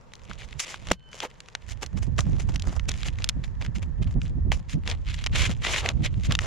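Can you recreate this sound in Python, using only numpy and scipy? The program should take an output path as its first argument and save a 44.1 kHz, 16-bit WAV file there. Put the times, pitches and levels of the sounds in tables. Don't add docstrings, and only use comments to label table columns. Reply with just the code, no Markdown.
import sys
import numpy as np
from scipy import signal
from scipy.fft import rfft, irfft, next_fast_len
from scipy.io import wavfile
from scipy.ndimage import uniform_filter1d, minimum_filter1d

SR = 44100
rng = np.random.default_rng(int(sys.argv[2]) if len(sys.argv) > 2 else 0)


def store_wav(level_fs):
    pcm = np.round(np.clip(np.atleast_2d(level_fs), -1, 1) * 32767)
    wavfile.write(sys.argv[1], SR, pcm.T.astype(np.int16))


N = 284886
TIME = np.arange(N) / SR
FFT_SIZE = 2 * next_fast_len(N // 2 + SR // 4)
FREQS = np.maximum(np.fft.rfftfreq(FFT_SIZE, 1 / SR), 1)


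def from_db(db):
    return 10 ** (np.asarray(db) / 20)


def unit_rms(x):
    return x / np.sqrt(np.mean(x ** 2) + 1e-20)


def over_time(points):
    return np.interp(TIME, *np.transpose(points))


def over_hz(points):
    hz, value = np.transpose(points)
    return np.interp(np.log(FREQS), np.log(hz), value)


def colour(x, spectrum):
    cepstrum = irfft(np.log(from_db(over_hz(spectrum))))
    cepstrum[1:FFT_SIZE // 2] *= 2
    cepstrum[FFT_SIZE // 2 + 1:] = 0
    return irfft(rfft(x, FFT_SIZE) * np.exp(rfft(cepstrum)))[..., :N]


def drift(rate_hz):
    return np.interp(TIME * rate_hz, np.arange(N), rng.standard_normal(N))


def add(track, start_s, sound):
    at = max(round(start_s * SR), 0)
    track[..., at:at + sound.shape[-1]] += sound[..., :max(N - at, 0)]


def ring(hz, t60):
    t = TIME[:int(t60 * SR) + 2]
    return np.sin(2 * np.pi * hz * t) * from_db(-60 * t / t60)


def resonate(x, hz, q):
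    return signal.lfilter(*signal.iirpeak(hz, max(q, hz / (.4 * SR)), fs=SR), x)


# (frequency [Hz], correlation [1])
PORT_CORRELATION = [(100, 0.97), (600, 0.93), (1300, 0.32), (2800, 0.91), (5000, .75), (7000, 0.32),
                    (9000, 0), (16000, 0.52)]
# (frequency [Hz], left minus right [dB])
PORT_BALANCE = [(700, -2), (1300, 1), (2400, 1.5), (4400, 0), (8000, -0.5)]


def two_ports(pair):
    mid, side = rfft(pair, FFT_SIZE)
    correlation = np.clip(over_hz(PORT_CORRELATION), -1, 1)
    sign = np.array([[1], [-1]])
    ports = np.sqrt((1 + correlation) / 2) * mid + sign * np.sqrt((1 - correlation) / 2) * side
    return irfft(ports * from_db(sign * over_hz(PORT_BALANCE) / 2))[:, :N]


# (frequency [Hz], relative density [dB])
WASH_SPECTRUM = [(150, 10), (330, -7.5), (500, 1.5), (700, -7), (950, -2), (1800, -14.5), (3200, -22.5),
                 (7000, -26.5), (9000, -40), (16000, -49.5)]
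# (time [s], level [dB])
WASH_LEVEL = [(0, -50.5), (1.6, -53), (2.1, -54), (2.5, -51.5), (3.2, -50.5), (4.3, -53), (6.46, -54)]


def outdoors(shared=0.38):
    noise = rng.standard_normal((2, N)) + shared * rng.standard_normal(N)
    return from_db(over_time(WASH_LEVEL)) * unit_rms(colour(noise, WASH_SPECTRUM))


def sleeve(middle_s=3, spread_s=1.3, level_db=-64.5, hz=1764, q=4.6):
    cloth = resonate(resonate(rng.standard_normal((2, N)), hz, q), hz, q)
    swell = np.exp(-((TIME - middle_s) / spread_s) ** 2 / 2)
    return from_db(level_db) * swell * two_ports(unit_rms(cloth))


def eddies(spectrum, even_s, lump_db, lump_hz):
    flow = colour(rng.standard_normal((2, N)), spectrum)
    local_rms = np.sqrt(uniform_filter1d(flow ** 2, int(even_s * SR) + 1) + 1e-12)
    lumps = from_db(lump_db * np.array([drift(lump_hz), drift(lump_hz)]))
    return unit_rms(flow / local_rms * lumps)


# (time [s], relative level [dB])
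WIND_LEVEL = [(0.05, -67), (0.3, -40), (0.56, -36.5), (0.68, -73), (0.79, -42), (0.94, -26.5),
              (1.07, -53.5), (1.5, -65), (1.69, -37.5), (1.9, -36), (1.96, -27.5), (2.3, -22), (2.8, -28),
              (3.55, -30), (4.15, -26.5), (4.56, -22), (4.63, -35.5), (4.83, -27.5), (5.27, -29),
              (5.36, -22.5), (5.75, -30.5), (6.3, -23.5), (6.46, -28.5)]
# (time [s], left minus right [dB])
WIND_BALANCE = [(0, -13), (.47, -23), (1.06, 3), (1.8, -18), (2.15, -8), (5.7, -3.5), (6.2, -6)]
# (time [s], level [dB])
WIND_GUSTS = [(0.303, -41.5), (0.565, -39), (0.92, -27.5), (1.946, -28.5), (2.093, -34), (2.191, -25),
              (2.278, -21.5), (2.339, -20), (2.5, -29), (2.678, -23.5), (2.89, -29.5), (3.08, -31),
              (3.377, -26.5), (3.69, -32), (3.769, -31), (4.014, -25.5), (4.074, -23), (4.171, -19),
              (4.384, -28.5), (4.467, -26), (4.763, -24), (5.354, -30), (5.497, -24), (5.963, -25.5),
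              (6.015, -23.5), (6.173, -26), (6.301, -20.5)]
# (frequency [Hz], relative density [dB])
RUMBLE_SPECTRUM = [(12, -24), (28, -2.5), (45, 2.5), (80, -0.5), (115, -7.5), (170, -28), (300, -70.5),
                   (2000, -120)]
FLUTTER_SPECTRUM = [(50, -23.5), (100, -0.5), (135, 3), (200, -6), (300, -16.5), (450, -28), (800, -36),
                    (8000, -115)]


def wind(rumble_db=-1.0, flutter_db=-11, gust_rumble_db=-2.5, gust_spread_s=0.011):
    level_db, side_db = over_time(WIND_LEVEL), over_time(WIND_BALANCE)
    gust_power = sum(from_db(db) ** 2 * np.exp(-((TIME - s) / gust_spread_s) ** 2 / 2)
                     for s, db in WIND_GUSTS)
    rumble = np.sqrt(from_db(level_db + rumble_db) ** 2 + gust_power * from_db(gust_rumble_db) ** 2)
    flutter = np.sqrt(from_db(level_db + flutter_db) ** 2 + gust_power)
    pressure = rumble * eddies(RUMBLE_SPECTRUM, even_s=0.091, lump_db=2.6, lump_hz=22)
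    pressure += flutter * eddies(FLUTTER_SPECTRUM, even_s=0.047, lump_db=4.5, lump_hz=62)
    sides = from_db(np.array([side_db, -side_db]) / 2)
    return pressure * sides / np.sqrt(np.mean(sides ** 2, axis=0))


# (time [s], initial level [dB], frequency [Hz], t60 [s])
DULL_KNOCKS = [(.9122, 8, 510, 0.021), (.9128, 0.5, 181, 0.075), (1.236, -23.5, 864, 0.027),
               (1.252, -27, 503, 0.054), (2.187, -30, 600, 0.013), (4.5195, -14, 840, 0.008),
               (5.853, -25, 683, 0.053)]


def knocks(roughness=0.29):
    out = np.zeros(N)
    for s, level_db, hz, t60 in DULL_KNOCKS:
        tone = ring(hz, t60)
        decay = from_db(-60 * TIME[:len(tone)] / t60)
        rub = unit_rms(resonate(rng.standard_normal(SR), hz, q=1))[:len(tone)] * decay
        add(out, s, from_db(level_db) * (tone + roughness * rub) / np.hypot(1, roughness))
    return out


# (frequency [Hz], gain [dB])
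IMPACT_COLOUR = [(150, 10), (600, -1), (1500, -1.5), (3300, -3.5), (4400, -6), (7000, -4), (8400, -12),
                 (10000, -11.5), (13000, -22.5), (16000, -18)]
# (time [s], level before filtering [dB], frequency [Hz], time constant [s])
PLUNGER_RATTLE = [(0.9135, 7, 1120, 0.0028), (0.9172, 13, 4450, 0.002), (0.9304, -12.5, 3500, 0.0067)]
# (frequency [Hz], level [dB], t60 [s])
FRAME_MODES = [(1550, -54, 0.8), (2700, -53.5, 0.41), (3035, -44.5, 0.9), (4320, -53, 0.4)]


def caulking_gun(clack_s=0.916, height=10.0, half_width_s=0.00017, q=0.88, pan_db=1.4, beat_hz=1.6):
    blow = height * np.exp(-((TIME - clack_s) / half_width_s) ** 2)
    for hz, level_db, t60 in FRAME_MODES:
        mode_pair = ring(hz, t60) - .5 * ring(hz + beat_hz, t60)
        add(blow, clack_s, from_db(level_db) * mode_pair)
    rattle, t = np.zeros((2, N)), TIME[:SR // 20]
    for s, level_db, hz, decay_s in PLUNGER_RATTLE:
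        chatter = unit_rms(resonate(rng.standard_normal((2, len(t))), hz, q))
        add(rattle, s, from_db(level_db) * chatter * np.exp(-t / decay_s))
    return blow * from_db([[-pan_db], [pan_db]]) + two_ports(colour(rattle, IMPACT_COLOUR))


# (time [s], scrape level [dB])
GLOVE_RESTING = [(0, -70.5), (0.3, -58.5), (0.85, -56.5), (1.0, -70), (1.45, -62), (2.1, -66.5),
                 (3.2, -61.5), (3.52, -70), (4.4, -76.5), (5.0, -63), (6.46, -58)]
# (start [s], end [s], scrape level [dB], hiss re scrape [dB], body re scrape [dB])
GLOVE_SLIDES = [(0.288, 0.351, -50.5, -12, -2.5), (0.384, 0.453, -47, -6.5, -8),
                (0.605, 0.647, -38.5, -0.5, -12.5), (0.656, 0.763, -41, -5, -7.5),
                (0.869, 0.94, -44.5, -6, -1), (1.12, 1.229, -52, 1, -2), (1.218, 1.257, -33.5, -7, 2.5),
                (1.685, 1.733, -43.5, -2, -10.5), (2.202, 2.412, -57, -3.5, 3),
                (2.529, 2.563, -49.5, -5, 2), (2.645, 2.778, -50.5, -4, 6), (2.922, 3.038, -48.5, -4, -10),
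                (3.051, 3.085, -35, -3.5, -10), (3.178, 3.277, -52.5, -7, 0),
                (4.205, 4.306, -56.5, -5.5, -5), (4.522, 4.603, -61, 5, 3.5), (4.698, 4.744, -43, -1, -12),
                (4.864, 4.941, -41, -7, 1), (5.065, 5.155, -41, -11.5, -31), (5.154, 5.271, -47, -10, -18),
                (5.344, 5.466, -27.5, -7.5, -12.5), (5.447, 5.531, -40.5, -6, -3),
                (5.63, 5.811, -28, -8, -9), (5.815, 5.913, -37.5, -9, 1.5),
                (6.041, 6.071, -27, -11.5, -11.5), (6.231, 6.272, -36.5, -10.5, -15),
                (6.297, 6.345, -39, -10, 0), (6.404, 6.5, -40.5, -6.5, -1.5)]
# (time [s], scrape level [dB], hiss re scrape [dB], body re scrape [dB])
GLOVE_PATS = [(0.6, -29, 2, -15), (1.827, -38, 0, 3), (1.973, -41.5, -2, -3), (2.027, -40.5, 1, -4),
              (2.186, -34.5, 3, 4.5), (2.4, -38.5, 0.5, -4.5), (2.491, -43, -3, 6), (2.89, -31, -9.5, -4.5),
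              (3.441, -45, -2, -8), (3.614, -37.5, -11, -2.5), (3.648, -42.5, -7, -4),
              (3.756, -41.5, -3.5, -4), (3.826, -43.5, -7.5, 1), (4.026, -44, -7.5, -2),
              (4.072, -47.5, -11, -4), (4.11, -50.5, -2, -1.5), (4.527, -34, -5, -4)]


def contact_power(grip_s=0.014, release_s=0.011, arch_db=2, pat_attack_s=0.0044, pat_decay_s=0.014):
    resting_bands_db = np.array([[-3.5], [0], [-5.5]])
    power = from_db(over_time(GLOVE_RESTING) + resting_bands_db) ** 2
    t = TIME[:SR // 2] - .1
    touches = []
    for start, end, *levels in GLOVE_SLIDES:
        length = end - start
        held = (1 + np.tanh(t / grip_s)) / 2 * (1 + np.tanh((length - t) / release_s)) / 2
        arch = from_db(-arch_db * np.minimum((2 * t / length - 1) ** 2, 1))
        touches.append((start, held * arch, *levels))
    pat = np.exp(np.minimum(t / pat_attack_s, -t / pat_decay_s))
    touches += [(s, pat, *levels) for s, *levels in GLOVE_PATS]
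    for s, pressure, level_db, hiss_db, body_db in touches:
        band_gains = from_db(level_db + np.array([[body_db], [0], [hiss_db]]))
        add(power, s + t[0], (pressure * band_gains) ** 2)
    return power


def fingertips(tap_hz=2200):
    return [(s, level_db, tap_hz) for s, level_db, *_ in GLOVE_PATS]


def loose_grit(per_s=28, grit_db=-42, over_scrape_db=1, scatter_db=4.5, grit_hz=3600):
    rows = []
    for start, end, scrape_db, *_ in GLOVE_SLIDES:
        times = start + rng.random(20) * (end - start)
        levels = min(grit_db, scrape_db + over_scrape_db) + scatter_db * rng.standard_normal(20)
        pitches = grit_hz * 2 ** rng.uniform(-1.32, 1, 20)
        rows += list(zip(times, levels, pitches))[:round(per_s * (end - start))]
    return rows


# (time [s], level before filtering [dB], frequency [Hz])
GRIT_TICKS = [(0.1359, -35, 3750), (0.154, -39.5, 4480), (0.3127, -30.5, 1700), (0.3333, -38, 3740),
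              (0.5283, -34.5, 2700), (0.5958, -22, 4280), (0.6009, -43, 4750), (0.7217, -38, 2800),
              (0.7428, -28, 1510), (0.8708, -31.5, 2500), (0.8867, -31.5, 2460), (1.1307, -36, 2200),
              (1.2033, -22.5, 3020), (1.4041, -32.5, 3700), (1.4856, -38, 2650), (1.5513, -20.5, 2470),
              (1.8287, -39, 1870), (1.8626, -30.5, 4970), (2.1821, -26.5, 1830), (2.1908, -20, 1490),
              (2.2063, -21.5, 5330), (2.5594, -24, 3060), (2.597, -30.5, 4200), (2.6221, -28, 4270),
              (2.7963, -29, 2320), (2.8925, -18.5, 4900), (2.9165, -24, 4150), (3.0317, -25.5, 2420),
              (3.0846, -26.5, 2430), (3.1867, -33, 2070), (3.2218, -32.5, 2390), (3.2431, -15.5, 4900),
              (3.2901, -12.5, 4400), (3.2946, -16.5, 3960), (3.6231, -31.5, 2150), (3.65, -34, 2100),
              (3.6631, -33, 2280), (4.2172, -32, 2340), (4.5187, -18, 2130), (4.8763, -20.5, 2870),
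              (4.8997, -24, 4000), (4.9137, -23, 3230), (5.1429, -27.5, 2900), (5.2408, -25.5, 2920),
              (5.263, -18.5, 2920), (5.2694, -21, 2700), (5.5142, -31, 3750), (5.6495, -20.5, 1760),
              (5.7619, -19.5, 2430), (5.8606, -18, 2200), (5.8892, -14.5, 3260), (6.3121, -23.5, 1550),
              (6.3221, -17, 3530), (6.3521, -15, 3080), (6.3899, -16, 2040)]


def ticks(crumble=0.16, crumble_s=0.0011, tail=0.074, tail_s=0.0026, q=1.27, skirt_q=0.28, right_db=-1.5):
    out, t = np.zeros((2, N)), TIME[:SR // 40]
    window = .0032 * SR
    envelope = crumble * np.exp(-t / crumble_s) + tail * np.exp(-t / tail_s)
    for s, level_db, hz in list(GRIT_TICKS) + fingertips() + loose_grit():
        force = rng.standard_normal((2, len(t))) * envelope
        force[0, 0] += 1
        tick = resonate(resonate(force, hz, q), hz, skirt_q)
        energy = np.sum(tick ** 2, axis=1, keepdims=True)
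        add(out, s, from_db(level_db) * tick * np.sqrt(window / energy))
    return two_ports(colour(out, IMPACT_COLOUR) * from_db([[0], [right_db]]))


# (frequency [Hz], relative density [dB])
BODY_SPECTRUM = [(100, -17), (350, 3.5), (620, 3.5), (900, 0.5), (1200, 2.5), (1600, -3.5), (10000, -65)]
SCRAPE_SPECTRUM = [(100, -67), (1000, -6.5), (1500, -2.5), (2100, 5), (3200, 3), (4300, -2.5),
                   (6000, -26.5), (16000, -63.5)]
HISS_SPECTRUM = [(500, -37.5), (3500, -26.5), (4800, 5.5), (7200, 7), (8400, -4.5), (10000, -3.5),
                 (11500, -18), (14000, -17.5), (16000, -57.5)]


def scuffs(firm_grains_per_s=4500, firm_db=-28, crowding=1.2, grain_db=2.0, smooth=0.84,
           catch_db=2.5, catch_hz=220, patch_db=2.47, patch_hz=70):
    body, scrape, hiss = np.sqrt(contact_power())
    chance = firm_grains_per_s * (scrape / from_db(firm_db) + 0.00013) ** crowding / SR
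    sizes = unit_rms(from_db(grain_db * np.minimum(rng.exponential(1, N), 3)))
    grains = sizes * (rng.random(N) < chance) / np.sqrt(chance)
    crunch = np.sqrt(uniform_filter1d(grains ** 2, SR // 2000).clip(0) + smooth ** 2)
    friction = crunch * rng.standard_normal((2, N)) * from_db(catch_db * drift(catch_hz))
    out = np.zeros((2, N))
    for amplitude, spectrum in (body, BODY_SPECTRUM), (scrape, SCRAPE_SPECTRUM), (hiss, HISS_SPECTRUM):
        band = colour(friction * rng.choice([-1, 1], N), spectrum)
        wander = from_db(patch_db * drift(patch_hz))
        out += amplitude * unit_rms(band * wander)
    return two_ports(out)


def scene():
    return scuffs() + ticks() + knocks() + caulking_gun() + sleeve() + wind() + outdoors()


def record(dry, ceiling=1.0, release_db_per_s=130, cutoff_hz=16000):
    over_db = 20 * np.log10(np.maximum(np.abs(dry).max(axis=0) / ceiling, 1))
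    ahead_db = -minimum_filter1d(-over_db, size=440)
    recovery_db = release_db_per_s * TIME
    held_db = np.maximum.accumulate(ahead_db + recovery_db) - recovery_db
    limited = dry * from_db(-uniform_filter1d(held_db, size=88))
    return signal.sosfilt(signal.ellip(10, .1, 80, cutoff_hz, fs=SR, output="sos"), limited)


dry = scene()
out = record(dry)
store_wav(out)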